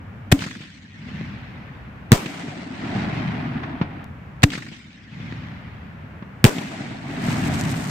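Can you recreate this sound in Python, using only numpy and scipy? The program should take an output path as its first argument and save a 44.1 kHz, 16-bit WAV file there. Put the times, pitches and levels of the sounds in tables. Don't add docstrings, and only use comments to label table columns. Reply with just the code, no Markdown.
import sys
import numpy as np
from scipy import signal
from scipy.fft import rfft, irfft, next_fast_len
from scipy.io import wavfile
from scipy.ndimage import uniform_filter1d, minimum_filter1d

SR = 44100
rng = np.random.default_rng(int(sys.argv[2]) if len(sys.argv) > 2 else 0)


def wrap_up_sound(samples):
    columns = np.atleast_2d(samples).T
    tamed = np.clip(columns, -1, 1)
    steps = np.round(tamed * 32767).astype(np.int16)
    wavfile.write(sys.argv[1], SR, steps)


N = 348390
TIME = np.arange(N) / SR

# start in s, thump in dB, gas jet in dB, jet lead in s, jet top in Hz,
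# muzzle crack in dB, tube ring in dB, tube pitch in Hz, close scatter in dB, tree scatter in dB, ignition in dB.
SHOTS = [(0.3252, 14, 5.5, .0105, 14000, 1.5, 3, 273.8, -16.5, -21, -45),
         (4.4385, 15.5, 9.5, .009, 6200, 16, 1, 286.5, -18.5, -22.5, -24)]
# start in s, boom in dB, shock crack in dB, ground echo delay in s,
# ground echo in dB, near scatter in dB, long tail in dB.
SHELL_BURSTS = [(2.1189, 18.5, 16.5, .0088, -4, -1, -19.5), (6.4422, 18.5, 19.5, 0.00862, -3.5, 0, -18.5)]
# frequency in Hz, relative level in dB per Hz.
CRACK_SPECTRUM = [(150, 2.5), (700, 3.5), (1100, 3.5), (1900, 7), (3500, -1), (5500, -5.5), (8000, -4.5),
                  (10500, -19), (15000, -13)]
# frequency in Hz, relative level in dB per Hz, t60 in s.
NEAR_SCATTER = [(39.4, -9, 0.18), (144, 4, 0.6), (295, 9.5, 0.34), (700, 14, 0.22), (1510, 3.5, 0.27),
                (4060, -0.5, .2), (8400, -4.5, 0.23), (10400, -15.5, 0.25), (14500, -6, 0.15)]


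def amp(db):
    return 10 ** (np.asarray(db) / 20)


def rms_one(x):
    return x / np.sqrt(np.mean(x ** 2) + 1e-20)


def at_hz(table, hz, axis=1):
    table = np.array(table)
    return np.interp(np.log(np.maximum(hz, 1)), np.log(table[:, 0]), table[:, axis])


def level(curve):
    s, db = np.transpose(curve)
    outside_s = np.abs(TIME - np.clip(TIME, s[0], s[-1]))
    return amp(np.interp(TIME, s, db)) * np.exp(-outside_s / 0.056)


def add(out, s, sound):
    i = int(round(s * SR))
    out[:, i:i + sound.shape[-1]] += sound[..., :max(N - i, 0)]


def cut(x, hz, kind, order=2):
    return signal.sosfilt(signal.butter(order, hz, kind, fs=SR, output="sos"), x)


def noise(spectrum, size, grain_db=0):
    # frequency in Hz, left-right correlation from 0 to 1.
    likeness = [(100, .98), (250, 0.91), (500, 0.43), (1000, 0), (2000, 0.11), (5000, 0), (15000, 0.34)]
    n = next_fast_len(size)
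    hz = np.fft.rfftfreq(n, 1 / SR)
    grain = amp(grain_db * np.minimum(rng.exponential(1, n), 6))
    arrivals = rng.standard_normal((2, n)) * grain
    mid, side = rfft(arrivals) * amp(at_hz(spectrum, hz)) * (hz > 12)
    alike = np.clip(at_hz(likeness, hz), -1, 1)
    stereo = np.sqrt(1 + alike) * mid + np.sqrt(1 - alike) * side * [[1], [-1]]
    return rms_one(irfft(stereo, n)[:, :size])


def flutter(size, rate_hz, depth_db):
    knots = np.arange(size) / SR * rate_hz
    return amp(depth_db * np.interp(knots, np.arange(4000), rng.standard_normal(4000)))


def dying(x, t60_at, patchy_db):
    hz, age, cells = signal.stft(x, SR, nperseg=512)
    patches = uniform_filter1d(rng.standard_normal(cells.shape[1:]), size=3, axis=0)
    patches = rms_one(uniform_filter1d(patches, size=5, axis=1))
    decay = np.exp(-np.log(1000) * age / t60_at(hz)[:, None])
    return signal.istft(cells * decay * amp(patchy_db * patches), SR)[1][:, :x.shape[-1]]


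def scatter(table, delay_s, rise_s, grain_db, patchy_db):
    age = TIME[:2 * SR]
    cloud = dying(noise(table, len(age), grain_db), lambda hz: at_hz(table, hz, axis=2), patchy_db)
    onset = np.clip((age - delay_s) / rise_s, 0, 1)
    fade = np.minimum((age[-1] - age) / 0.27, 1)
    return cloud * onset * fade * flutter(len(age), 69.64, 0.9)


def thump(push_s, low_hz, high_hz, order=4):
    push = np.exp(-TIME[:SR // 4] / push_s)
    wave = cut(push, low_hz, "high", order=order) + amp(-26.0) * cut(push, 23.7, "high")
    wave = cut(wave, high_hz, "low")
    return -wave / np.abs(wave).max()


def puff(spectrum, decay_s):
    age = TIME[:SR // 4]
    return noise(spectrum, len(age)) * np.exp(-age / decay_s)


def night():
    # frequency in Hz, relative level in dB per Hz.
    night_spectrum = [(25, -32), (60, 1), (100, 4.5), (135, 2), (220, -2), (350, -15), (550, -15.5),
                      (1000, -16.5), (1600, -17), (2500, -23.5), (4000, -39.5), (7000, -48.5), (10000, -56),
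                      (15000, -51.5)]
    return amp(-38.5) * noise(night_spectrum, N)


def hum():
    # time in s, level in dB.
    hum_curve = [(0, -36.5), (.3, -39.5), (1.0, -40.5)]
    hum_hz = 97.4
    return level(hum_curve) * np.sin(2 * np.pi * hum_hz * TIME) * flutter(N, 12, 2)


def launches():
    # frequency in Hz, relative level in dB per Hz.
    jet_spectrum = [(150, 2.5), (600, 6.5), (1000, -1), (1800, 5), (3500, 0), (5500, -7.5), (8000, -4),
                    (10500, -13), (15000, -9.5)]
    # frequency in Hz, relative level in dB per Hz, t60 in s.
    tree_scatter = [(40, -10.5, 1.8), (112.4, 19, 2.5), (248, 18, 2.4), (467, 4.5, 0.32), (940, -14, 2.7),
                    (1910, 2, 3.6), (3950, -3, 2.28), (8750, -11, 1.35), (9800, -16.5, 0.45),
                    (15000, -17.5, 0.89)]
    ignition_lead_s = .0075
    out, age = np.zeros((2, N)), TIME[:SR // 4]
    for (s, thump_db, jet_db, lead_s, top_hz, crack_db, ring_db, tube_hz,
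         close_db, trees_db, ignition_db) in SHOTS:
        spit = cut(puff(jet_spectrum, .002), 5000, "low")
        add(out, s - lead_s - ignition_lead_s, amp(ignition_db) * spit)
        jet_shape = np.minimum(age / lead_s, 1) ** 2.58 * np.exp(-np.maximum(age - lead_s, 0) / 0.0035)
        jet = amp(jet_db) * noise(jet_spectrum, len(age), grain_db=3.5) * jet_shape
        add(out, s - lead_s - .001, cut(jet, top_hz, "low", order=1))
        add(out, s, amp(crack_db) * cut(puff(CRACK_SPECTRUM, 0.002), top_hz, "low"))
        add(out, s, amp(thump_db) * thump(0.0087, 108, 200, order=3) * amp([[.6], [-.6]]))
        tube = np.sin(2 * np.pi * tube_hz * age) - amp(-7.0) * np.sin(2 * np.pi * 300 * age)
        add(out, s + .008, amp(ring_db) * tube * np.exp(-age / .018))
        add(out, s, amp(close_db) * scatter(NEAR_SCATTER, 0, 0.0055, grain_db=2, patchy_db=1.0))
        add(out, s, amp(trees_db) * scatter(tree_scatter, 0.018, .05, grain_db=4, patchy_db=3.5))
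    return out


def echoes():
    # frequency in Hz, relative level in dB per Hz.
    slap_spectrum = [(200, -14), (600, 3.5), (1200, 6.5), (1900, 6), (3000, 3.5), (5000, -1.5), (8000, -3),
                     (10500, -17), (16000, -26)]
    # delay in s, thump in dB, slap in dB, slap centre in Hz, smear in s.
    mortar_surfaces = [(.064, -22, -16.5, 3400, .004), (0.08, -19, -16.5, 2300, .005),
                       (.087, -36, -19.5, 4470, .02), (.095, -15, -14, 1600, 0.0046),
                       (.113, -15, -14.5, 2130, .0045), (.138, -11.5, -17.5, 1250, 0.0064),
                       (.183, -38, -18.5, 2000, 0.0057), (0.226, -31, -23.5, 1700, 0.0047),
                       (0.28, -17.5, -27.5, 3000, 0.021), (.762, -25, -36, 2300, .006),
                       (0.8854, -22, -29.5, 1830, 0.0017), (1.785, -26.5, -36.5, 1000, .005)]
    # delay in s, thump in dB, slap in dB, slap centre in Hz, smear in s.
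    sky_surfaces = [(.14, -10, -14, 2700, 0.0044), (0.272, -22.5, -24.5, 750, .011),
                    (.364, -11, -29, 601.6, .009), (.842, -15.5, -29, 1090, .004),
                    (1.512, -33, -27.5, 1410, 0.0097), (1.694, -10, -22.5, 900, 0.0082)]
    out, dull = np.zeros((2, N)), thump(0.0012, 148, 164)
    age, hz = TIME[:SR // 4], np.geomspace(100, SR / 2, 50)
    for blasts, surfaces in (SHOTS, mortar_surfaces), (SHELL_BURSTS, sky_surfaces):
        for travel_s, thump_db, slap_db, centre_hz, smear_s in surfaces:
            hump_db = 9 * np.exp(-(np.log2(hz / centre_hz) / 0.52) ** 2)
            air_loss_db = 6 * travel_s * (hz / 4500) ** 2.3
            colour = np.column_stack([hz, at_hz(slap_spectrum, hz) + hump_db - air_loss_db])
            smear = np.sqrt(age / smear_s) * np.exp(.5 - age / smear_s)
            for s, *_ in blasts:
                slap = noise(colour, len(age)) * smear
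                add(out, s + travel_s, amp(thump_db) * dull + amp(slap_db) * slap)
    return out


def swell(age, delay_s, attack_s, hold_until_s, fall_db_per_s, last_s, release_s=0.045):
    attack = np.clip((age - delay_s) / attack_s, 0, 1)
    fall = amp(-fall_db_per_s * np.maximum(age - hold_until_s, 0))
    return attack * fall * np.exp(-np.maximum(age - last_s, 0) / release_s)


def rolls():
    # frequency in Hz, relative level in dB per Hz.
    rumble_spectrum = [(25, -27), (50, -25), (85, -1), (150, 7), (250, 0.5), (330, -11), (480, -42),
                       (900, -58.5)]
    # frequency in Hz, relative level in dB per Hz.
    roar_spectrum = [(200, -8), (480, -19), (720, -3), (1200, -5), (2000, 0.5), (3000, -4), (4500, -6),
                     (8000, -14), (10000, -27), (15000, -24)]
    # rumble in dB, roar in dB.
    mortar_rolls = [(-33.5, -39.5), (-35, -40.5)]
    # rumble in dB, roar in dB.
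    sky_rolls = [(-28.5, -27.5), (-25, -26.5)]
    # delay in s, attack in s, hold until in s, fall in dB per s, last echo in s.
    mortar_rumble, mortar_roar = (0.623, 0.076, 0.85, 20.6, 2.0), (0.66, 0.036, 1, 7.1, 2.5)
    sky_rumble, sky_roar = (0.045, 0.38, 1.19, 18.6, 2.0), (0.042, 0.088, 1.12, 7, 1.92)
    out, age = np.zeros((2, N)), TIME[:3 * SR]
    kinds = ((SHOTS, mortar_rolls, mortar_rumble, mortar_roar),
             (SHELL_BURSTS, sky_rolls, sky_rumble, sky_roar))
    for blasts, strengths, rumble_shape, roar_shape in kinds:
        for (s, *_), (rumble_db, roar_db) in zip(blasts, strengths):
            lumps = flutter(len(age), 55, 1.6)
            grains = flutter(len(age), 450, 1.8)
            rumble = noise(rumble_spectrum, len(age)) * lumps
            cloud = noise(roar_spectrum, len(age), grain_db=2.5) * grains
            roar = dying(cloud, lambda hz: 4.13 * (4500 / (hz + 1)) ** 1.07, patchy_db=1.5)
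            roar = roar * np.sqrt(lumps)
            add(out, s, amp(rumble_db) * rumble * swell(age, *rumble_shape))
            add(out, s, amp(roar_db) * roar * swell(age, *roar_shape))
    return out


def shock(crack_db):
    age = TIME[:SR // 4] - np.array([[0], [.00007]])
    spike = (age >= 0) * np.exp(-np.abs(age) / 0.00019)
    return amp(crack_db) * (amp(-3.0) * spike + puff(CRACK_SPECTRUM, 0.0018))


def bursts():
    # frequency in Hz, relative level in dB per Hz, t60 in s.
    tail_scatter = [(40, -103, 1.2), (113, 6.5, 3.8), (252, 19.5, 6.7), (511, 2, 5.2), (674, 8, 7.1),
                    (1080, -1.5, 7.3), (2200, 4, 2.64), (4600, -4, 0.72), (8500, -10.5, 2.28),
                    (9500, -14.5, 0.97), (14900, -8.5, 0.49)]
    out = np.zeros((2, N))
    for s, boom_db, crack_db, ground_s, ground_db, near_db, tail_db in SHELL_BURSTS:
        boom = amp(boom_db) * thump(0.0078, 132, 210, order=3)
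        rasp = amp(crack_db - 24) * puff(CRACK_SPECTRUM, 0.017)
        add(out, s, boom + rasp + shock(crack_db))
        add(out, s + ground_s, amp(ground_db) * (boom + shock(crack_db - 6.0)))
        add(out, s, amp(near_db) * scatter(NEAR_SCATTER, 0.0017, 0.013, grain_db=4, patchy_db=1.5))
        add(out, s, amp(tail_db) * scatter(tail_scatter, 0.015, 0.082, grain_db=2.5, patchy_db=2.5))
    return out


def tick():
    out = np.zeros((2, N))
    add(out, 4.043, amp(-28) * np.exp(-TIME[:SR // 100] / .00006))
    return out


def crackle():
    # frequency in Hz, relative level in dB per Hz.
    star_spectrum = [(500, 0), (1800, 4.5), (3500, 0), (5500, -1.5), (8400, -0.5), (10000, -12.5),
                     (13500, -11), (16000, -25)]
    # start in s, level in dB.
    snaps = [(7.3183, -29), (7.3986, -34), (7.428, -40), (7.4814, -27), (7.5293, -39), (7.6113, -19),
             (7.714, -23), (7.7668, -29), (7.808, -31)]
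    start_s, rise_s, rise_db, full_db = 7.03, 0.27, 11.5, -39.5
    pops_per_s, clusters_per_s, cluster_db = 170, 38, 2
    fizz = noise(star_spectrum, N, grain_db=3.5) * flutter(N, 260, 2.7)
    clicks = (rng.random(N) < pops_per_s / SR) * rng.standard_normal((2, N))
    pops = rms_one(cut(cut(clicks, 1100, "high"), 7300, "low", order=4))
    rise = np.minimum((TIME - start_s) / rise_s, 1)
    burning = amp(full_db - rise_db * (1 - rise)) * flutter(N, clusters_per_s, cluster_db)
    out = (fizz + amp(-7) * pops) * burning
    for s, db in snaps:
        add(out, s, amp(db) * puff(star_spectrum, 0.00085))
    return out


def scene():
    out = night() + hum() + launches() + echoes() + rolls() + bursts() + tick() + crackle()
    return out * amp([[.35], [-.35]])


def gain_control(x, threshold_db=-3, most_db=12, hold_s=0.55, release_db_per_s=42):
    peak_db = 20 * np.log10(np.abs(x).max(axis=0) + 1e-9)
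    over_db = np.clip(peak_db - threshold_db, 0, most_db)
    half = int(hold_s * SR / 2)
    held_db = -minimum_filter1d(-over_db, 2 * half + 1, origin=half, mode="constant")
    ramp_db = release_db_per_s * TIME
    duck_db = np.maximum.accumulate(held_db + ramp_db) - ramp_db
    return x * amp(-cut(duck_db, 250, "low", order=1))


def record(dry):
    cutoff_hz = 15300
    clipped = np.tanh(gain_control(dry))
    size = 2 * next_fast_len(N)
    hz = np.fft.rfftfreq(size, 1 / SR)
    top_cut = 1 / np.sqrt(1 + (hz / cutoff_hz) ** 80)
    return irfft(rfft(clipped, size) * top_cut)[:, :N]


dry = scene()
out = record(dry)
wrap_up_sound(out)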